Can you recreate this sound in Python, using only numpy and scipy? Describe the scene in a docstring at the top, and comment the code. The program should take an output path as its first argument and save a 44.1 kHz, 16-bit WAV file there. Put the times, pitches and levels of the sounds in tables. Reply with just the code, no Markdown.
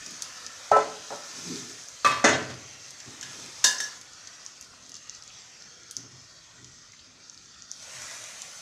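"""Batter in the pan, steel on the counter

Close by, batter sizzles in an oiled pan (crackling shaped noise) and spits (pitched bursts, fizz and snap).
A steel bowl is knocked, set down and rocks on the counter, and a spoon drops on steel and bounces: decaying
modes with noisy clatter. Stove top and counter rumble as resonant noise when jolted or when things slide on
them. A small tiled kitchen answers, over a low hum.
"""
import sys
import numpy as np
from scipy import signal
from scipy.fft import rfft, irfft, next_fast_len
from scipy.io import wavfile
from scipy.ndimage import uniform_filter1d, map_coordinates

SR = 44100
rng = np.random.default_rng(int(sys.argv[2]) if len(sys.argv) > 2 else 0)


def unload_audio(sound):
    """Save the sound as a 16-bit wav file, at the path given as the first command line argument."""
    columns = np.transpose(np.atleast_2d(sound))
    # keep every value between -1 and 1, then stretch to whole-number steps
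    steps = np.round(np.clip(columns, -1, 1) * 32767)
    wavfile.write(sys.argv[1], SR, steps.astype(np.int16))


def invert_db(level):
    """Linear amplitude ratio for a level in decibels (20 dB per decade), elementwise."""
    return 10 ** (np.asarray(level, dtype=float) / 20)


N = 379701  # length of the scene [samples]


def unit(x):
    """Scales a signal to rms 1."""
    return x / np.sqrt(np.mean(x ** 2) + 1e-20)


def noise(size=N):
    """White noise."""
    return rng.standard_normal(size)


def along(points, hz):
    """Interpolates (frequency [Hz], value) points on a log frequency axis."""
    f, v = np.transpose(points)
    return np.interp(np.log(hz + 1), np.log(f + 1), v)


def curves(rows):
    """Gives one value per sample for each column after the time."""
    s, *cols = np.transpose(rows)
    return [np.interp(np.arange(N) / SR, s, c) for c in cols]


def wobble(rate, size=N):
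    """A smooth random curve with rate knots a second."""
    knots = noise(int(size * rate / SR) + 4)
    return map_coordinates(knots, [np.arange(size) * rate / SR])


def filtered(x, response):
    """Multiplies the spectrum of x by a response of frequency."""
    m = next_fast_len(len(x) + 8192)
    return irfft(rfft(x, m) * response(np.fft.rfftfreq(m, 1 / SR)), m)[:len(x)]


def coloured(x, spectrum):
    """Shapes x by (frequency [Hz], level [dB]) points, at rms 1."""
    return unit(filtered(x, lambda hz: invert_db(along(spectrum, hz))))


def resonant(modes):
    """Noise of rms 1 sent twice through a bank of resonances of alternating sign."""
    def body(f):
        total = 0
        for k, (centre, width, db) in enumerate(modes):
            damped = 1j * f * width
            total = total + (-1) ** k * invert_db(db) * damped / (centre ** 2 - f ** 2 + damped)
        return total
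    return unit(filtered(noise(), lambda f: body(f) ** 2))


def crackle(share, spread_db):
    """Dense noise with sparse clicks of very uneven size on it."""
    sizes = invert_db(spread_db * np.minimum(rng.exponential(size=N), 4))
    clicks = (rng.random(N) < share) * sizes * rng.choice([-1, 1], N)
    return noise() + clicks


def decay(t, t60):
    """An amplitude that falls 60 dB in t60 seconds."""
    return invert_db(-60 * t / t60)


def add(track, s, sound):
    """Mixes a sound into a track at a time."""
    start = round(s * SR)
    sound, start = sound[max(-start, 0):], max(start, 0)
    track[start:start + len(sound)] += sound[:len(track) - start]


def patchy(x, fine_db, broad_db):
    """Hands and pans moving nearby shift the colour: narrow slow streaks and broad quick patches."""
    z = signal.stft(x, nperseg=1024)[2]

    def field(bins, frames):
        smooth = uniform_filter1d(rng.standard_normal(z.shape), size=bins, axis=0)
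        return unit(uniform_filter1d(smooth, size=frames, axis=1))

    streaks, patches = field(3, 24), field(16, 8)
    return signal.istft(z * invert_db(fine_db * streaks + broad_db * patches), nperseg=1024)[1][:N]


# low hum of the kitchen: (frequency [Hz], relative level per Hz [dB])
HUM_SPECTRUM = [(15, -46.5), (25, -11.5), (70, 0.5), (108, 1), (200, -3), (249, -1.5), (349, -6), (406, -7),
                (626, -9.5), (700, -18), (910, -39), (1540, -120)]


def hum():
    """Steady low noise whose level drifts a little."""
    return invert_db(-66 + 1.2 * wobble(5.4)) * coloured(noise(), HUM_SPECTRUM)


# the pan over time: (time [s], sizzle level [dB], fine spray level [dB], kitchen drone level [dB])
PAN_LEVELS = [(0.0, -46.5, -50.5, -50), (0.76, -49.5, -49.5, -49.5), (1.15, -48, -47, -51.5),
              (1.53, -43, -43.5, -49.5), (1.85, -49, -51, -53), (2.57, -50.5, -53.5, -52.5),
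              (2.97, -50, -54, -53.5), (3.33, -51, -47, -50.5), (3.86, -44, -50, -52),
              (4.03, -53, -56.5, -55.5), (4.75, -53, -60, -58), (5.37, -52, -63.5, -57),
              (6.33, -54.5, -63.5, -60), (7.0, -55.5, -67.5, -60.5), (7.66, -53, -68, -60.5),
              (7.79, -48.5, -52, -59.5), (7.89, -50, -47, -49.5), (8.01, -53.5, -43, -49),
              (8.61, -54.5, -47, -53)]
# colours of the three layers: (frequency [Hz], relative level per Hz [dB])
SIZZLE_SPECTRUM = [(1650, -34), (2800, -16.5), (3120, -5), (3370, -4.5), (4010, -2), (4360, 0.5),
                   (4720, 1.5), (5330, 2), (6520, 3), (7050, -5), (7410, -3), (8680, -22.5), (10000, -22),
                   (10800, -37.5), (15500, -36)]
SPRAY_SPECTRUM = [(240, -49), (400, -14.5), (654, -2), (823, -10), (990, -5), (1540, -15), (2300, -4),
                  (2990, -12.5), (3540, -5), (4960, -2.5), (6150, 5.5), (14800, -27.5), (15700, -33.5)]
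DRONE_SPECTRUM = [(290, -25), (500, -5), (904, -6.5), (1420, 2), (1610, -3.5), (1880, 1.5), (2050, -3.5),
                  (2820, -4), (3120, -6.5), (3300, -4.5), (4290, -11), (7260, -120)]


def pan():
    """Bubbles at the batter's edge hiss and tick; a finer, broader spray comes and goes with the heat."""
    sizzle_db, spray_db, drone_db = curves(PAN_LEVELS)
    flutter = wobble(31)  # shared by sizzle and spray
    sizzle_gain = invert_db(sizzle_db + 0.6 * flutter + 0.8 * wobble(45))
    sizzle = sizzle_gain * coloured(crackle(.006, 5.5), SIZZLE_SPECTRUM)
    spray_gain = invert_db(spray_db + 0.64 * flutter + 0.58 * wobble(5.6))
    spray = spray_gain * coloured(crackle(.004, 6), SPRAY_SPECTRUM)
    drone = invert_db(drone_db + 0.48 * wobble(4.3)) * coloured(noise(), DRONE_SPECTRUM)
    steady = patchy(sizzle + drone + hum(), fine_db=2.5, broad_db=1.72)
    return steady + patchy(spray, fine_db=2.5, broad_db=0.6)


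# resonances: (centre [Hz], width [Hz], relative level of one pass [dB])
STOVE_MODES = [(103.4, 52, -1), (134.9, 17, 2)]
COUNTER_MODES = [(173, 23, -5), (250.2, 40.7, -1), (321, 199, -5.5), (461, 100, -7.5)]
# jolts: (time [s], t60 [s], stove boom level [dB], counter level [dB], wash of the mids level [dB])
JOLT_EVENTS = [(0.716, 0.16, -34, -44, -60), (0.765, 0.65, -66, -45.5, -59), (1.1, 0.29, -80, -45.5, -58),
               (2.06, 0.72, -39.5, -55, -32), (2.245, 0.53, -37, -33.5, -23), (2.33, 0.98, -37, -42.5, -60),
               (2.5, 0.39, -47, -57, -60), (3.059, .5, -52, -46.5, -64), (3.65, 0.71, -79, -53.5, -46),
               (5.964, 0.52, -52.5, -50.5, -54.5)]
# things dragged: (middle [s], length between the -22 dB points [s], stove boom level [dB], counter level [dB])
DRAG_EVENTS = [(0.113, 0.39, -70, -58), (0.582, 0.17, -66, -73), (1.013, .06, -64, -63),
               (1.525, 0.12, -63, -41.5), (1.558, 0.52, -56, -44.5), (3.272, 0.11, -53, -59),
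               (3.426, 0.34, -67, -56), (4.02, 0.092, -62, -65), (4.896, 0.073, -74, -64.5),
               (6.145, .25, -55, -79.5), (6.658, 0.27, -57, -64), (6.91, .1, -61.5, -78),
               (8.02, 0.24, -57, -70), (8.22, .1, -67, -80)]


def slide():
    """Jolts shake stove and counter at once and die away; drags swell and fade; both idle faintly between."""
    idle_db = -75.5 + 3 * wobble(10)
    shake = np.vstack([invert_db(idle_db), invert_db(idle_db), np.zeros(N)])  # boom, counter, wash
    after = np.arange(SR) / SR
    for s, t60, *dbs in JOLT_EVENTS:
        shape = decay(after, t60) * (1 - np.exp(-after / 0.012))
        for layer, db in zip(shake, dbs):
            add(layer, s, invert_db(db) * shape)
    for s, length, *dbs in DRAG_EVENTS:
        place = np.linspace(-2, 2, round(2 * length * SR))  # 0 in the middle, -1 and 1 at the -22 dB points, -2 and 2 at the ends
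        shape = invert_db(-22 * place ** 2)
        for layer, db in zip(shake, dbs):
            add(layer, s - length, invert_db(db) * shape)
    boom, counter, wash = shake
    stove_sound = boom * resonant(STOVE_MODES)
    counter_sound = counter * invert_db(1.3 * wobble(36)) * resonant(COUNTER_MODES)
    return stove_sound + counter_sound + wash * coloured(noise(), DRONE_SPECTRUM)


def small_spits():
    """Rows like LOUD_SPITS for 20 small spits at random times, their level following the sizzle."""
    when, size, pitch, snap = rng.random((20, 4)).T
    s = when * (N / SR - .1)
    sizzle_db = np.interp(s, *np.transpose(PAN_LEVELS)[:2])
    level_db = sizzle_db + 18.5 + 6 * (size - .5)
    hz = 5900 * (1 + .25 * (pitch - .5))
    fizz_db = np.full(len(s), -18.5)
    snap_db = -27 + 16 * (snap - .5)
    return zip(s, level_db, hz, fizz_db, snap_db)


# loud spits of oil: (time [s], level [dB], pitch [Hz], fizz level [dB], snap level [dB]);
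# fizz and snap are relative to the spit's level
LOUD_SPITS = [(0.063, -25, 5700, -9, -14), (0.1084, -34, 6370, -17, -4), (0.2223, -18, 6550, -10, -9),
              (0.4651, -21.5, 5470, -11.5, -22), (1.559, -24, 5000, -22, -27),
              (1.8862, -25.5, 6380, -20, -18.5), (2.9073, -27.5, 6270, -17.5, -13),
              (3.003, -28.5, 6400, -12, -22), (3.2121, -21.5, 6360, -17, -20),
              (4.0135, -30, 6270, -9.5, -15), (4.273, -31, 6100, -3.5, -40.5),
              (4.451, -36.5, 6300, -17, -11), (4.4636, -21, 6230, -23.5, -27),
              (4.6118, -27, 6550, -16.5, -11.5), (4.895, -31, 6060, -15, -15),
              (4.919, -29.5, 6180, -16.5, -25), (4.9427, -28, 5940, -13, -25.5),
              (4.9534, -32, 6400, -7, -31), (4.9674, -28, 5300, -17, -23), (5.0964, -19, 6100, -24, -38),
              (5.1497, -29, 6300, -11.5, -38.5), (5.224, -28, 5450, -16, -33.5),
              (5.6226, -30, 5550, -11.5, -27.5), (5.911, -25.5, 6450, -13.5, -5),
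              (5.9675, -13.5, 6070, -19, -25), (6.6454, -31.5, 6240, -11, -33),
              (7.2982, -28, 6000, -19, -34), (7.3765, -33, 4720, -16, -26),
              (7.6224, -29.5, 6230, -14, -31.5), (7.7155, -17, 6100, -24, -27),
              (8.4194, -21.5, 6740, -15, -18)]
# colour of the snap: (frequency [Hz], relative level per Hz [dB])
SNAP_SPECTRUM = [(2000, -30.5), (4000, -8), (8000, 4.5), (11000, -3.5), (14500, -20.5), (16000, -16)]


def spits():
    """Each spit is a few cycles at the bubble's pitch, a short fizz and a bright snap."""
    out, t = np.zeros(N), np.arange(SR // 20) / SR
    for s, db, hz, fizz_db, snap_db in [*LOUD_SPITS, *small_spits()]:
        burst = np.exp(-((t - .0008) / 0.0003) ** 2) * np.sin(2 * np.pi * hz * t)
        fizz_shape = decay(t, 0.032) * (1 - np.exp(-(t / 0.0004) ** 2))
        fizz = invert_db(fizz_db) * fizz_shape * coloured(noise(len(t)), SIZZLE_SPECTRUM)
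        snap_shape = decay(t, 0.004) + invert_db(-12) * decay(t, 0.068)
        snap = invert_db(snap_db) * snap_shape * coloured(noise(len(t)), SNAP_SPECTRUM)
        add(out, s - .0006, invert_db(db) * (burst + fizz + snap))
    return out


# bowl modes: (frequency [Hz], t60 [s], level struck on the base [dB], on the wall [dB], on the rim [dB],
# by the spoon inside [dB])
BOWL_MODES = [(248.3, 0.46, -31.5, -24, -10, -19), (328, 0.55, -28, -35, -7, -33),
              (431, 0.67, -5.5, -33, -8.5, -21), (566, 0.523, -14, -20, -2, -23),
              (647, 0.55, -10, -40, -10.5, -16), (730, 0.18, -11, -38, -46, -34),
              (1014, 0.61, -4.5, -13.5, -32, -16), (1169, 0.5, -27, -0.5, -11, -24),
              (1180, 0.51, -16, -24, -26, -22), (1315, 0.52, 4.5, -16, -30, -34),
              (1540, 0.52, -14, -19, -5, -11), (1743, .35, -17, -38, -4.5, -10),
              (1826, 0.23, -11, -40, -10, -27), (2020, 0.46, -20, -23, -2.5, -18),
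              (2370, .3, -21.5, -32, -27, -39), (2567, 0.93, -32.5, -11.5, -13.5, -17),
              (2870, 0.56, -27.5, -39, -19, -29), (2810, .3, -47.5, -36, -25, -13),
              (3220, 0.19, -45.5, -20, -30, -8.5), (3570, 0.1464, -46.5, -24, -6.5, -27),
              (3730, .15, -39, -33.5, -22.5, -6), (4040, 0.13, -46, -14, -23, -10),
              (4340, 0.54, -49, -24.5, -14, -16), (5313, 0.27, -46, -47, -17, -13),
              (5800, 0.23, -52, -23, -18.5, -21), (6100, 0.12, -56, -18, -3, -19),
              (6630, 0.31, -50.5, -26, -8, -34)]
# contacts: (time [s], ring level [dB], spot (rounded: 0 base, 1 wall, 2 rim, 3 inside), thud level [dB],
# clatter level [dB], damping of earlier ringing [dB per kHz])
BOWL_KNOCKS = [(0.7152, -13, 0, -4.5, -21.5, 0), (0.7631, -30, 0, -8, -20, 1.5),
               (0.798, -36.5, 2, -22, -41, 7), (0.83, -56, 2, -33.5, -40.5, 17),
               (1.104, -46, 0.5, -25.5, -32.5, 4), (2.046, -14, 1, -27.5, -19.5, 0),
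               (2.116, -25.5, 3, -42, -35, 4), (2.241, -17, 2, -14.5, -16, 7),
               (2.286, -23.5, 2, -29, -24.5, 14), (2.33, -23.5, 3, -21.5, -32, 8),
               (2.352, -41, 2, -27, -33.5, 1.5), (2.497, -43.5, 3, -49, -37.5, 16)]
# dense ringing at base, wall and rim: (frequency [Hz], relative level per Hz [dB])
CLATTER_SPECTRA = [
    [(47, -54.5), (80, -21.5), (352, -13.5), (438, -0.5), (483, -13), (544, 4), (1320, -12), (2920, -29.5),
     (6560, -27), (9000, -36), (11700, -63.5), (19800, -120)],
    [(47, -51), (80, -27.5), (923, -20.5), (1200, -5), (1470, -16.5), (2430, -18), (2600, -30), (2970, -39),
     (3240, -25.5), (6420, -26), (15500, -55.5)],
    [(47, -29.5), (78, -20.5), (100, 0.5), (173, -30.5), (246, 0.5), (487, -10), (569, -3), (965, -7),
     (1790, -4.5), (3100, -24.5), (6560, -11), (15500, -63)],
]
# decay of the clatter at each of the four spots: t60 [s]
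CLATTER_DECAYS = [0.27, 0.41, 0.33, 0.19]
# time constant of the ring's onset at each of the four spots: [s]
RING_ONSETS = [0.027, 0.0014, 0.0047, 0.0027]


def bowl():
    """The struck spot sets how strongly each mode rings; each new contact damps what was ringing."""
    out, t = np.zeros(N), np.arange(SR // 2) / SR
    hz, t60, *spots = np.transpose(BOWL_MODES)[:, :, None]
    times, damping_db = np.transpose(BOWL_KNOCKS)[[0, -1], :, None]
    for s, ring_db, spot, thud_db, clatter_db, _ in BOWL_KNOCKS:
        spot = round(spot)
        phase = 2 * np.pi * rng.random(hz.shape)
        contact = np.clip((s + t - times) / 0.0033, 0, 1)  # later contacts take hold within 3.3 ms
        lost_db = ((times > s) * damping_db * contact).sum(axis=0)
        level_db = spots[spot] - 60 * t / t60 - lost_db * hz / 1000  # high modes lose most
        ring = (invert_db(level_db) * np.sin(2 * np.pi * hz * t + phase)).sum(axis=0)
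        ring *= 1 - np.exp(-t / RING_ONSETS[spot])
        # the counter under the bowl
        thud = np.exp(-((t - .0026) / 0.0021) ** 2) * np.sin(2 * np.pi * 740 * t)
        rattle = invert_db(2.1 * wobble(300, size=len(t)))
        clatter = coloured(noise(len(t)), CLATTER_SPECTRA[min(spot, 2)])  # inside shares the rim's colour
        clatter *= rattle * decay(t, CLATTER_DECAYS[spot]) * (1 - np.exp(-(t / 0.000408) ** 2))
        add(out, s, invert_db(ring_db) * ring + invert_db(thud_db) * thud + invert_db(clatter_db) * clatter)
    return out


# spoon modes: (frequency [Hz], relative level [dB], t60 [s])
SPOON_MODES = [(1026, -2.5, 0.081), (1700, -2, 0.32), (1930, -41, 1.9), (2848, -15.5, 0.49),
               (3530, -25, 0.19), (3560, -4, 0.093), (3723, 0.5, 0.088), (4377, -8, 0.28),
               (4990, -8.5, 0.36), (5570, 12.5, 0.041), (6142, 1.5, 0.11), (6700, 0, 0.093),
               (6430, -5, 0.12), (7340, -7, 0.21), (7530, -4, 0.11), (7450, -18, 0.35), (7700, -14.5, 0.32),
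               (8300, -10, 0.17), (9600, -14.5, 0.14), (10920, -35, 0.16)]
# contacts: (time [s], ring level [dB], jangle level [dB], favoured pitch [Hz], fall-off [dB per octave])
SPOON_DROPS = [(3.228, -41, -26, 2300, 5.5), (3.641, -23, -13, 5800, 3), (3.643, -22, -9, 5800, 4),
               (3.648, -32.5, -19.5, 3710, -3), (3.669, -31, -19.5, 2880, 3), (3.781, -32.5, -40, 6150, 70),
               (3.802, -37, -24, 4630, -1), (3.838, -31.5, -43, 5900, 77)]
# colour of the jangle before the favoured pitch: (frequency [Hz], relative level per Hz [dB])
JANGLE_SPECTRUM = [(120, -58), (200, -30.5), (910, -12.5), (1020, -33), (1200, -28), (1690, 1), (2480, -45),
                   (2770, -6), (3710, -20.5), (4070, -14.5), (6300, -6.5), (15700, -36)]


def spoon():
    """Every bounce rings the spoon, weighting its modes about the pitch that the contact point favours."""
    out, t = np.zeros(N), np.arange(SR // 2) / SR
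    hz, db, t60 = np.transpose(SPOON_MODES)[:, :, None]
    for s, ring_db, jangle_db, near_hz, focus_db in SPOON_DROPS:
        def weight_db(f):
            return -focus_db * np.abs(np.log2((f + 1) / near_hz))

        # split mode pairs beat
        beat_hz = hz * rng.uniform(.008, .02, hz.shape)
        beats = 1 + .6 * np.sin(2 * np.pi * (beat_hz * t + rng.random(hz.shape)))
        tones = np.sin(2 * np.pi * (hz * t + rng.random(hz.shape)))
        ring = (invert_db(db + weight_db(hz)) * decay(t, t60) * beats * tones).sum(axis=0)
        ring *= 1 - np.exp(-t / 0.0015)
        jangle = filtered(coloured(noise(len(t)), JANGLE_SPECTRUM), lambda f: invert_db(weight_db(f)))
        jangle *= (decay(t, .02) + invert_db(-13) * decay(t, .25)) * (1 - np.exp(-(t / .0003) ** 2))
        add(out, s, invert_db(ring_db) * ring + invert_db(jangle_db) * jangle)
    return out


# small dull ticks of steel: (time [s], level before halving [dB], pitch [Hz])
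STEEL_TICKS = [(4.329, -38, 4370), (4.737, -37.5, 1210), (5.302, -35, 2845), (3.229, -33.5, 3000),
               (6.933, -37.5, 2080), (6.992, -35, 4360)]


def ticks():
    """Each tick is a softly started, quickly dying burst of noise around one pitch."""
    out, t = np.zeros(N), np.arange(SR // 20) / SR
    shape = decay(t, .025) * (1 - np.exp(-(t / .001) ** 2)) / 2
    for s, db, hz in STEEL_TICKS:
        tick = coloured(noise(len(t)), [(hz / 2, -20), (hz, 0), (hz * 2, -40)])
        add(out, s, invert_db(db) * tick * shape)
    return out


# answer of the tiles: (frequency [Hz], t60 [s])
TILE_DECAYS = [(100, 0.45), (500, 0.77), (2000, 0.46), (6000, 0.31), (14000, 0.32)]


def kitchen(x):
    """Noise whose frequencies each die at their own speed stands for the echoes of the tiles."""
    hz, t, z = signal.stft(noise(SR), SR, nperseg=256)
    tail = signal.istft(z * decay(t, along(TILE_DECAYS, hz)[:, None]), SR, nperseg=256)[1]
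    late = np.pad(x, (150, 0))  # the answer starts 150 samples later
    return signal.fftconvolve(late, tail / np.linalg.norm(tail))[:N]


def scene():
    """Steel and spits ring in the kitchen over the steady pan; they carry no deep bass."""
    pops, steel, tool = spits() + ticks(), bowl(), spoon()
    blur = unit(wobble(50))  # a random slow modulation blurs the pitches in the bowl's echo
    wet = invert_db(-8.5) * kitchen(pops) + invert_db(-13) * kitchen(steel * blur) + invert_db(-5) * kitchen(tool)
    struck = pops + steel + tool + wet + slide()
    near = filtered(struck, lambda hz: 1 / (1 + (72 / (hz + 1)) ** 4))
    return (near + pan())[None]


def top_cut(x):
    """Nothing passes above the cut-off."""
    return signal.sosfilt(signal.butter(12, 15650, fs=SR, output="sos"), x)


def record(dry):
    """The sound ends steeply at the top, around 15.7 kHz."""
    mix = filtered(dry[0], lambda hz: 1 / (1 + (hz / 15700) ** 40))
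    return top_cut(mix[None])


dry = scene()
out = record(dry)
unload_audio(out)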